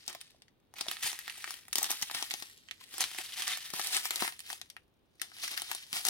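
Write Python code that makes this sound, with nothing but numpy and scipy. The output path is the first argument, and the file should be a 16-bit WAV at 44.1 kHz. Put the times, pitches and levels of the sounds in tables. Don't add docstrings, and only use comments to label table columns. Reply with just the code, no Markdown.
import sys
import numpy as np
from scipy import signal
from scipy.fft import rfft, irfft, next_fast_len
from scipy.io import wavfile
from scipy.ndimage import uniform_filter1d, map_coordinates

SR = 44100
rng = np.random.default_rng(int(sys.argv[2]) if len(sys.argv) > 2 else 0)


def store_pcm(level_fs):
    pcm = np.round(np.clip(level_fs, -1, 1) * 32767).astype(np.int16)
    wavfile.write(sys.argv[1], SR, np.atleast_2d(pcm).T)


N = 268569

BODY_HZ, TREBLE_HZ = 1400, 6500
# start in seconds, level in dB, body in dB, treble in dB,
# pitch in Hz, left over right in dB.
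LOUD_CREASES = [(0.0794, -34.5, -10, 1, 4200, 5.5), (0.097, -47, -4, 5, 2400, -2),
                (.1494, -42.5, -7, 0, 3650, 6), (0.2128, -42.5, -22, 1, 2070, -3.5),
                (.4207, -51.5, -17, -6, 3260, 1), (0.4816, -58.5, -23, -22, 2900, 2),
                (0.739, -57.5, 6, 8.5, 3000, 0), (0.7891, -44, -16, -16, 2157, -7),
                (0.8087, -40, -8, 0, 3500, 4), (0.8106, -28.5, -11, -3.5, 3950, 1),
                (0.8843, -28.5, -12, -11, 3370, -1), (0.9134, -36, -4, 6, 2300, -4),
                (0.9688, -39.5, -15.5, -15, 2600, -4), (1.1302, -41, -5.5, 1, 3800, -6),
                (1.1901, -40, -16.5, 4.5, 2000, 6), (1.2793, -35, -11.5, -7, 1720, -1.5),
                (1.2979, -34, -28, -10, 2460, 0), (1.3793, -57.5, 3, 14, 3000, 6),
                (1.4423, -32, -14.5, -8, 2180, 3.5), (1.4768, -39.5, -5.5, -15, 2100, 7),
                (1.507, -42, -2, 8.5, 3990, 4), (1.6821, -50, -6, 4, 1600, 2),
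                (1.729, -30.5, -20, -4, 2600, -5), (1.732, -43, -11, 10, 4600, 15),
                (1.7559, -27.5, -12, 5, 3400, 3.5), (1.7833, -30.5, -8, 7.5, 4500, 1),
                (1.8297, -38, -6, 16, 5900, 5), (1.8431, -31, -13, -1, 3400, 2),
                (1.864, -34.5, -12.5, -13, 1700, -1), (1.9057, -37.5, -1, 11, 4800, 1.5),
                (1.915, -33.5, -18, 8, 3330, 1), (2.0148, -40.5, -11, -1, 4500, -5),
                (2.0237, -33.5, -30, 0, 3700, 11), (2.0275, -31.5, -9.5, 1.5, 3340, -6.5),
                (2.0986, -39.5, -3, -20, 1500, -1), (2.1124, -35.5, -8, -4, 3770, 1),
                (2.148, -32, -7.5, -4, 2473, 3), (2.2258, -29, -9.5, -4, 5300, 6),
                (2.3091, -29.5, -26, -12, 2900, -5), (2.3146, -39, -12, 1.5, 5500, 10.5),
                (2.339, -32, -8.5, -5, 4430, 7.5), (2.4237, -38.5, -6, -3, 2820, 7),
                (2.6864, -47.5, -20, -18, 1660, -10), (2.7111, -33.5, -18.5, -11, 2800, -2),
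                (2.8112, -52, -7, -4, 2220, 10), (2.9819, -40.5, -4.5, 8, 3730, -2),
                (3.007, -31.5, -6.5, 8, 3950, -6), (3.0159, -33.5, -12, 5, 5320, 8),
                (3.04, -28.5, -13, -4, 3300, 3), (3.1477, -41.5, -10, -7, 1900, -5),
                (3.1861, -34.5, -7.5, -3, 2190, -1), (3.376, -45.5, -7, 1, 3070, -4),
                (3.4215, -32.5, -16, -3, 2310, -4), (3.4789, -33, -11, 4, 5760, -5.5),
                (3.5734, -40.5, -7, 5.5, 4500, 1), (3.7368, -41, 4, 6.5, 4300, 0.5),
                (3.7961, -36, 0.5, 1, 2100, 9), (3.8144, -31.5, -25, -9.5, 4610, 2.5),
                (3.871, -35.5, -27.5, 5.5, 4600, -3), (3.947, -30.5, -12, -5, 3500, 10),
                (3.9623, -29.5, -20, -21, 4300, -1.5), (3.9673, -31, -11.5, 5.5, 2600, 4.5),
                (4.055, -35, -2.5, 5, 1980, 5), (4.1075, -29, -6.5, 2, 2315, 0.5),
                (4.1585, -31, -13, 2.5, 4280, 2.5), (4.223, -31.5, 2, -3.5, 1680, 9),
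                (4.2471, -40.5, 2.5, 1, 3183, 6), (4.278, -30.5, -9, -4, 1726, 0),
                (4.3924, -44, -27, 4.5, 2770, -1), (4.404, -42.5, -21, 2.5, 2380, 3),
                (4.502, -38, -5, -8, 2720, 10), (4.5295, -38.5, -6.5, 1, 3910, 7),
                (4.6147, -37, -15, -8, 3470, 3), (4.701, -43.5, -35, -2.5, 4270, 1.5),
                (4.7662, -41.5, -10, -12, 2950, 0.5), (5.197, -48.5, -31, -18, 3200, -9),
                (5.2165, -31, -19.5, 1, 4300, 5.5), (5.3174, -53, -3, -17, 1600, 4),
                (5.4359, -37, -10.5, -18, 2830, 4), (5.4786, -34, -21, -1.5, 2100, 1),
                (5.576, -30.5, -15.5, -2, 1800, 8), (5.6195, -34.5, -8.5, 3, 3740, 5.5),
                (5.715, -32, -5, 2.5, 1898, 3), (5.749, -40.5, -5.5, 8.5, 4700, 6),
                (5.9291, -30.5, -11, -0.5, 3820, 1), (6.0513, -35, -6, 9, 2580, 7),
                (6.0665, -35.5, -20, 7, 5200, 9), (6.0854, -28, -11, 6, 2880, 2)]
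# start in seconds, length in seconds,
# level in dB, treble in dB, pitch of the rubbed patch in Hz.
SLOW_DRAWS = [(0, 0.24, -59.5, -9, 3900), (1.0, 0.55, -52, -1.5, 2500), (1.871, 0.55, -50.5, -1, 3300),
              (2.563, 0.33, -66, -7, 3700), (2.989, .68, -48, -1.5, 3000), (3.817, 0.36, -47.5, -4.5, 3200),
              (4.47, 0.027, -53.5, -3.5, 3000), (5.402, 0.37, -49, -5.5, 3900),
              (5.986, 0.1, -50.5, 2, 3500)]
DRAW_RISE_DB_PER_S, DRAW_FALL_DB_PER_S, DRAW_BODY_DB = 113.5, 96.5, -19.5
# start in seconds, length in seconds, level in dB,
# body in dB, treble in dB, pitch of the rubbed patch in Hz.
GRIP_SHIFTS = [(0.086, 0.0092, -46.5, -4.5, -9.5, 3570), (0.766, 0.083, -49, -13.5, -5.5, 3250),
               (0.879, 0.059, -47, -13, -0.5, 3000), (1.031, 0.044, -36, -15.5, 1, 2940),
               (1.264, 0.021, -56, -19, -16, 2566), (1.474, 0.049, -54, -13, 3, 3200),
               (1.769, 0.072, -41.5, -9, -2, 4000), (1.9, 0.011, -40, -8, -2, 3600),
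               (2.145, 0.074, -42, -13, -3, 2965), (2.805, 0.027, -56.5, -29, -4, 2250),
               (2.933, 0.12, -51, -7, 0.5, 4430), (3.002, 0.019, -36, -10.5, -7, 3930),
               (3.18, 0.013, -44, -19, 0.5, 2260), (3.372, 0.065, -42, -15.5, -0.5, 2650),
               (3.473, 0.052, -37, -17, -5.5, 2600), (3.738, 0.19, -44, -11.5, 1, 3440),
               (3.926, 0.044, -35.5, -13.5, 0.5, 3426), (4.044, 0.016, -39, -20, 1, 2200),
               (4.119, 0.14, -45, -9, 0.5, 2390), (4.204, 0.052, -37, -19, -1.5, 1800),
               (4.491, 0.038, -48, -11, 2, 2910), (5.219, .01, -47, -15, -10, 3660),
               (5.427, 0.017, -40, -18, -3, 4200), (5.511, 0.011, -41.5, -10.5, -4.5, 3660),
               (5.57, 0.016, -41, -23, -2, 2080), (5.682, 0.062, -52, 5, 2, 2210),
               (5.936, 0.037, -39, -13.5, -1, 3320), (6.052, 0.039, -38, -11.5, -3, 3900)]
SHIFT_RISE_DB_PER_S, SHIFT_FALL_DB_PER_S = 1397.5, 257
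REST_DB, REST_PITCH_HZ = -87.5, 3800
# start in seconds, level in dB, pitch in Hz.
PACKET_FLEXES = [(.15, -35.5, 687), (.345, -53.5, 654), (.864, -35.5, 652), (.885, -54, 137),
                 (1.045, -48, 138.8), (1.816, -31, 797), (1.907, -54.5, 176), (2.024, -48, 124),
                 (2.148, -50, 139), (2.338, -54, 148.4), (2.426, -54, 191), (2.812, -45, 1010),
                 (2.937, -50, 326), (3.01, -46.5, 297), (3.202, -38, 744), (3.735, -47, 191),
                 (4.222, -43, 248), (4.247, -42.5, 770), (5.929, -47, 167)]
# time in seconds, head start of the left microphone in milliseconds.
LEFT_LEAD = [(0, 0.15), (.8, 0.036), (1.3, 0.032), (2.1, 0.088), (2.6, 0.28), (3, 0.022), (3.6, 0.036),
             (4.2, 0.18)]
# frequency in Hz, level in dB.
FILM_COLOUR = [(80, -33.5), (200, -11.5), (360, -5.5), (510, -15), (750, 1), (1000, -1.5), (1550, -3.5),
               (1850, -1.5), (2400, -3.5), (3300, -3), (5500, -3), (7200, -7), (9000, -2.5), (13000, -8.5),
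               (16000, -13)]
# frequency in Hz, left over right in dB.
SLIDE_BALANCE = [(100, -3.5), (400, 3), (750, 4), (1300, 4.5), (2000, 1), (7500, 1), (9200, 3), (15000, 3)]
# pitch in Hz, width in Hz, level in dB.
NOOK_RINGS = [(358, 40, -6), (740, 70, -7), (1293, 50, -7), (1842, 55, -4), (3132, 70, -8), (3665, 57, -7)]
# frequency in Hz, seconds to fade by 60 dB (called t60).
NEAR_FADE = [(300, 0.061), (2000, 0.071), (12000, 0.035)]
# frequency in Hz, seconds to fade by 60 dB.
ROOM_FADE = [(200, 0.13), (1000, 0.15), (3700, 0.21), (9000, 0.23), (16000, 0.18)]
# frequency in Hz, relative level in dB.
ROOM_COLOUR = [(15, -53), (25, -22), (38, -10), (74, -6.5), (157, -9.5), (175, -11.5), (236, -10.5),
               (405, -12.5), (463, -15), (545, -18), (1940, -30), (3720, -29), (6920, -57), (16000, -38.5)]


def snaps(creases, snap_db=-1.98, buckle_t60=0.0039, flutter_db=-14, flutter_t60=0.022,
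          ring_db=8, ring_octaves=0.76, ripple_db=2.0, aim_db=2.5, size=2048):
    hz, t = np.fft.rfftfreq(size, 1 / SR), np.arange(size) / SR
    body, middle, treble = film_bands(hz)
    lead_ms = left_lead_ms()
    out, sides = np.zeros((2, N + 2 * size)), np.array([[1], [-1]])
    ripple = lambda: map_coordinates(rng.standard_normal(size), [hz / 1500])
    span = .0035 * SR
    for s, db, body_db, treble_db, pitch_hz, pan_db in creases:
        start = int(np.clip(s * SR, 0, N - 1))
        run_t60 = buckle_t60 * np.exp(0.34 * rng.standard_normal())
        buckle = rfft(amp(-60 * t / run_t60) * rng.standard_normal(size))
        buckle /= np.sqrt(abs(buckle) / abs(buckle).mean() + 1.8)
        flutter = rfft(amp(flutter_db - 60 * t / flutter_t60) * rng.standard_normal((2, size)))
        facet_db = ring_db * hump(hz, pitch_hz, ring_octaves) + ripple_db * ripple()
        facet = amp(facet_db + aim_db * np.array([ripple(), ripple()]))
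        pulse = (buckle + flutter) * causal(facet)
        colour = sum(amp(level) * part / np.sqrt(np.mean(abs(pulse * part) ** 2))
                     for level, part in [(body_db, body), (0, middle), (treble_db, treble)])
        delay_s = np.round((np.abs(lead_ms[start]) - sides * lead_ms[start]) * SR / 2000) / SR
        wave = irfft(pulse * causal(colour) * np.exp(-2j * np.pi * hz * delay_s))[:, :size // 2]
        out[:, start:start + size // 2] += np.sqrt(span) * amp(db + snap_db + sides * pan_db / 2) * wave
    return out[:, :N]


def small_creases(slide_db, over_db=4, cap_db=-42, body_db=-14, pitch_hz=3200, count=60):
    starts = (np.arange(count) + rng.random(count)) * N / count
    chances = np.clip(rng.standard_normal((count, 5)), -2, 2)
    return [(at / SR, min(slide_db[int(at)] + over_db, cap_db) + 2 * level,
             body_db + 3 * body, 3 * treble, pitch_hz * 2 ** (0.27 * pitch), 5 * pan)
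            for at, (level, body, treble, pitch, pan) in zip(starts, chances)]


def sliding(level_db, body_db, treble_db, pitch_hz, slide_db=-1.5, slips_per_s=1100, spread_db=4.5,
            rub_gain=0.6, clump_db=1.5, patchy_db=2.0, ring_db=7, ring_octaves=0.73, size=256):
    strengths = amp(spread_db * np.clip(rng.standard_normal((3, N)), -2, 2))
    strengths *= np.sign(rng.standard_normal((3, N)))
    rate = slips_per_s * amp(0.65 * (level_db - np.median(level_db)))
    slips = unit(strengths * (rng.random((3, N)) < rate / SR) / np.sqrt(rate + 300))
    shared, *each_side = slips + rub_gain * rng.standard_normal((3, N))
    later = map_coordinates(shared, [np.arange(N) - left_lead_ms() * SR / 1000])
    each_side = filtered(np.array(each_side), lambda f: f / (f + 900))
    crackle = unit((np.array([shared, later]) + each_side) * amp(clump_db * wobble(110)))
    hz, s, spectrum = signal.stft(crackle, SR, nperseg=size)
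    now = np.minimum((s * SR).astype(int), N - 1)
    patches = uniform_filter1d(rng.standard_normal(spectrum.shape[1:]), size=5, axis=0)
    patches = unit(uniform_filter1d(patches, size=2, axis=1))
    ring = amp(ring_db * hump(hz[:, None], pitch_hz[now], ring_octaves) + patchy_db * patches)
    colour = sum(amp(level) * unit(ring * part[:, None])
                 for level, part in zip([body_db[now], 0, treble_db[now]], film_bands(hz)))
    sound = amp(level_db + slide_db) * signal.istft(spectrum * colour, SR, nperseg=size)[1][:, :N]
    return filtered(sound, lambda f: amp(along(SLIDE_BALANCE, f) * np.array([[.5], [-.5]])))


def handling():
    moves = [(gesture(s, length, db, DRAW_RISE_DB_PER_S, DRAW_FALL_DB_PER_S), DRAW_BODY_DB, treble, hz)
             for s, length, db, treble, hz in SLOW_DRAWS]
    moves += [(gesture(s, length, db, SHIFT_RISE_DB_PER_S, SHIFT_FALL_DB_PER_S), body, treble, hz)
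              for s, length, db, body, treble, hz in GRIP_SHIFTS]
    moves += [(np.full(N, amp(REST_DB) ** 2), DRAW_BODY_DB, 0, REST_PITCH_HZ)]
    power, body_db, treble_db, pitch_hz = map(np.array, zip(*moves))
    total = power.sum(axis=0)
    share = power / total
    return 10 * np.log10(total), body_db @ share, treble_db @ share, pitch_hz @ share


def gesture(start, length, db, rise_db_per_s, fall_db_per_s):
    t = np.arange(N) / SR - start
    return amp(db + rise_db_per_s * np.minimum(t, 0) - fall_db_per_s * np.maximum(t - length, 0)) ** 2


def flexes(flex_db=4, overtone_ratio=1.5, overtone_db=-7, attack_s=0.0032, left_db=2):
    out, t = np.zeros(N + SR), np.arange(SR // 8) / SR
    for s, db, pitch_hz in PACKET_FLEXES:
        phase = 2 * np.pi * pitch_hz * t
        t60 = 0.028 * (160 / pitch_hz) ** 0.28
        skin = np.sin(phase) + amp(overtone_db) * np.sin(overtone_ratio * phase)
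        loudness = amp(db + flex_db - 60 * t / t60) * (1 - np.exp(-t / attack_s))
        out[round(s * SR):][:len(t)] += loudness * skin
    return out[:N] * amp([[left_db], [0]])


def nook(x):
    return filtered(x, lambda f: 1 + sum(amp(db) * 1j * f * width / (hz * hz - f * f + 1j * f * width)
                                         for hz, width, db in NOOK_RINGS))


def echoes(x, t60s, delay_s, count=24):
    out = np.zeros((2, N))
    place = np.linspace(0, count - 1, N)
    for k in range(count):
        hz, t, noise = signal.stft(rng.standard_normal((2, SR // 4)), SR, nperseg=128)
        tail = signal.istft(noise * amp(-60 * t / along(t60s, hz)[:, None]), SR, nperseg=128)[1]
        tail = np.pad(tail / np.linalg.norm(tail[0]), ((0, 0), (int(delay_s * SR), 0)))
        near = np.flatnonzero(abs(place - k) < 1)
        blend = np.cos((place[near] - k) * np.pi / 2)
        echo = signal.fftconvolve(x[:, near] * blend, tail, axes=1)[:, :N - near[0]]
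        out[:, near[0]:near[0] + echo.shape[1]] += echo
    return out


def room_tone(level_db=-71, widen_hz=500):
    width = lambda hz: np.array([np.ones_like(hz), 0.48 + 0.5 * hz / (hz + widen_hz)])
    mid, side = filtered(rng.standard_normal((2, N)), lambda hz: amp(along(ROOM_COLOUR, hz)) * width(hz))
    return amp(level_db) * unit(np.array([mid + side, mid - side]))


def film_bands(hz):
    below = lambda edge: 1 / (1 + (hz / edge) ** 6)
    parts = below(BODY_HZ), below(TREBLE_HZ) - below(BODY_HZ), 1 - below(TREBLE_HZ)
    return [unit(part * amp(along(FILM_COLOUR, hz))) for part in parts]


def left_lead_ms():
    return np.interp(np.arange(N) / SR, *np.transpose(LEFT_LEAD))


def amp(db):
    return 10 ** (np.asarray(db) / 20)


def unit(x):
    return x / np.sqrt(np.mean(x ** 2) + 1e-20)


def along(points, hz):
    f, values = np.transpose(points)
    return np.interp(np.log(hz + 1), np.log(f + 1), values)


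def hump(hz, centre_hz, octaves):
    return np.exp(-.5 * (np.log2((hz + 1) / centre_hz) / octaves) ** 2)


def wobble(rate):
    return map_coordinates(rng.standard_normal(int(N * rate / SR) + 4), [np.arange(N) * rate / SR])


def filtered(x, response):
    size = next_fast_len(N + SR // 2)
    return irfft(rfft(x, size) * response(np.fft.rfftfreq(size, 1 / SR)), size)[..., :N]


def causal(gain):
    cepstrum = irfft(np.log(np.maximum(gain, 1e-6)))
    half = cepstrum.shape[-1] // 2
    cepstrum[..., 1:half] *= 2
    cepstrum[..., half + 1:] = 0
    return np.exp(rfft(cepstrum))


def scene(near_db=-9.5, room_db=-14):
    level_db, body_db, treble_db, pitch_hz = handling()
    creases = list(LOUD_CREASES) + small_creases(level_db)
    strip = nook(snaps(creases) + sliding(level_db, body_db, treble_db, pitch_hz) + flexes())
    near = amp(near_db) * echoes(strip, NEAR_FADE, delay_s=.0018)
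    room = amp(room_db) * echoes(strip, ROOM_FADE, delay_s=.006)
    return strip + near + room + room_tone()


def record(dry, top_hz=16100):
    return filtered(dry, lambda hz: 1 / np.sqrt(1 + (hz / top_hz) ** 160))


dry = scene()
out = record(dry)
store_pcm(out)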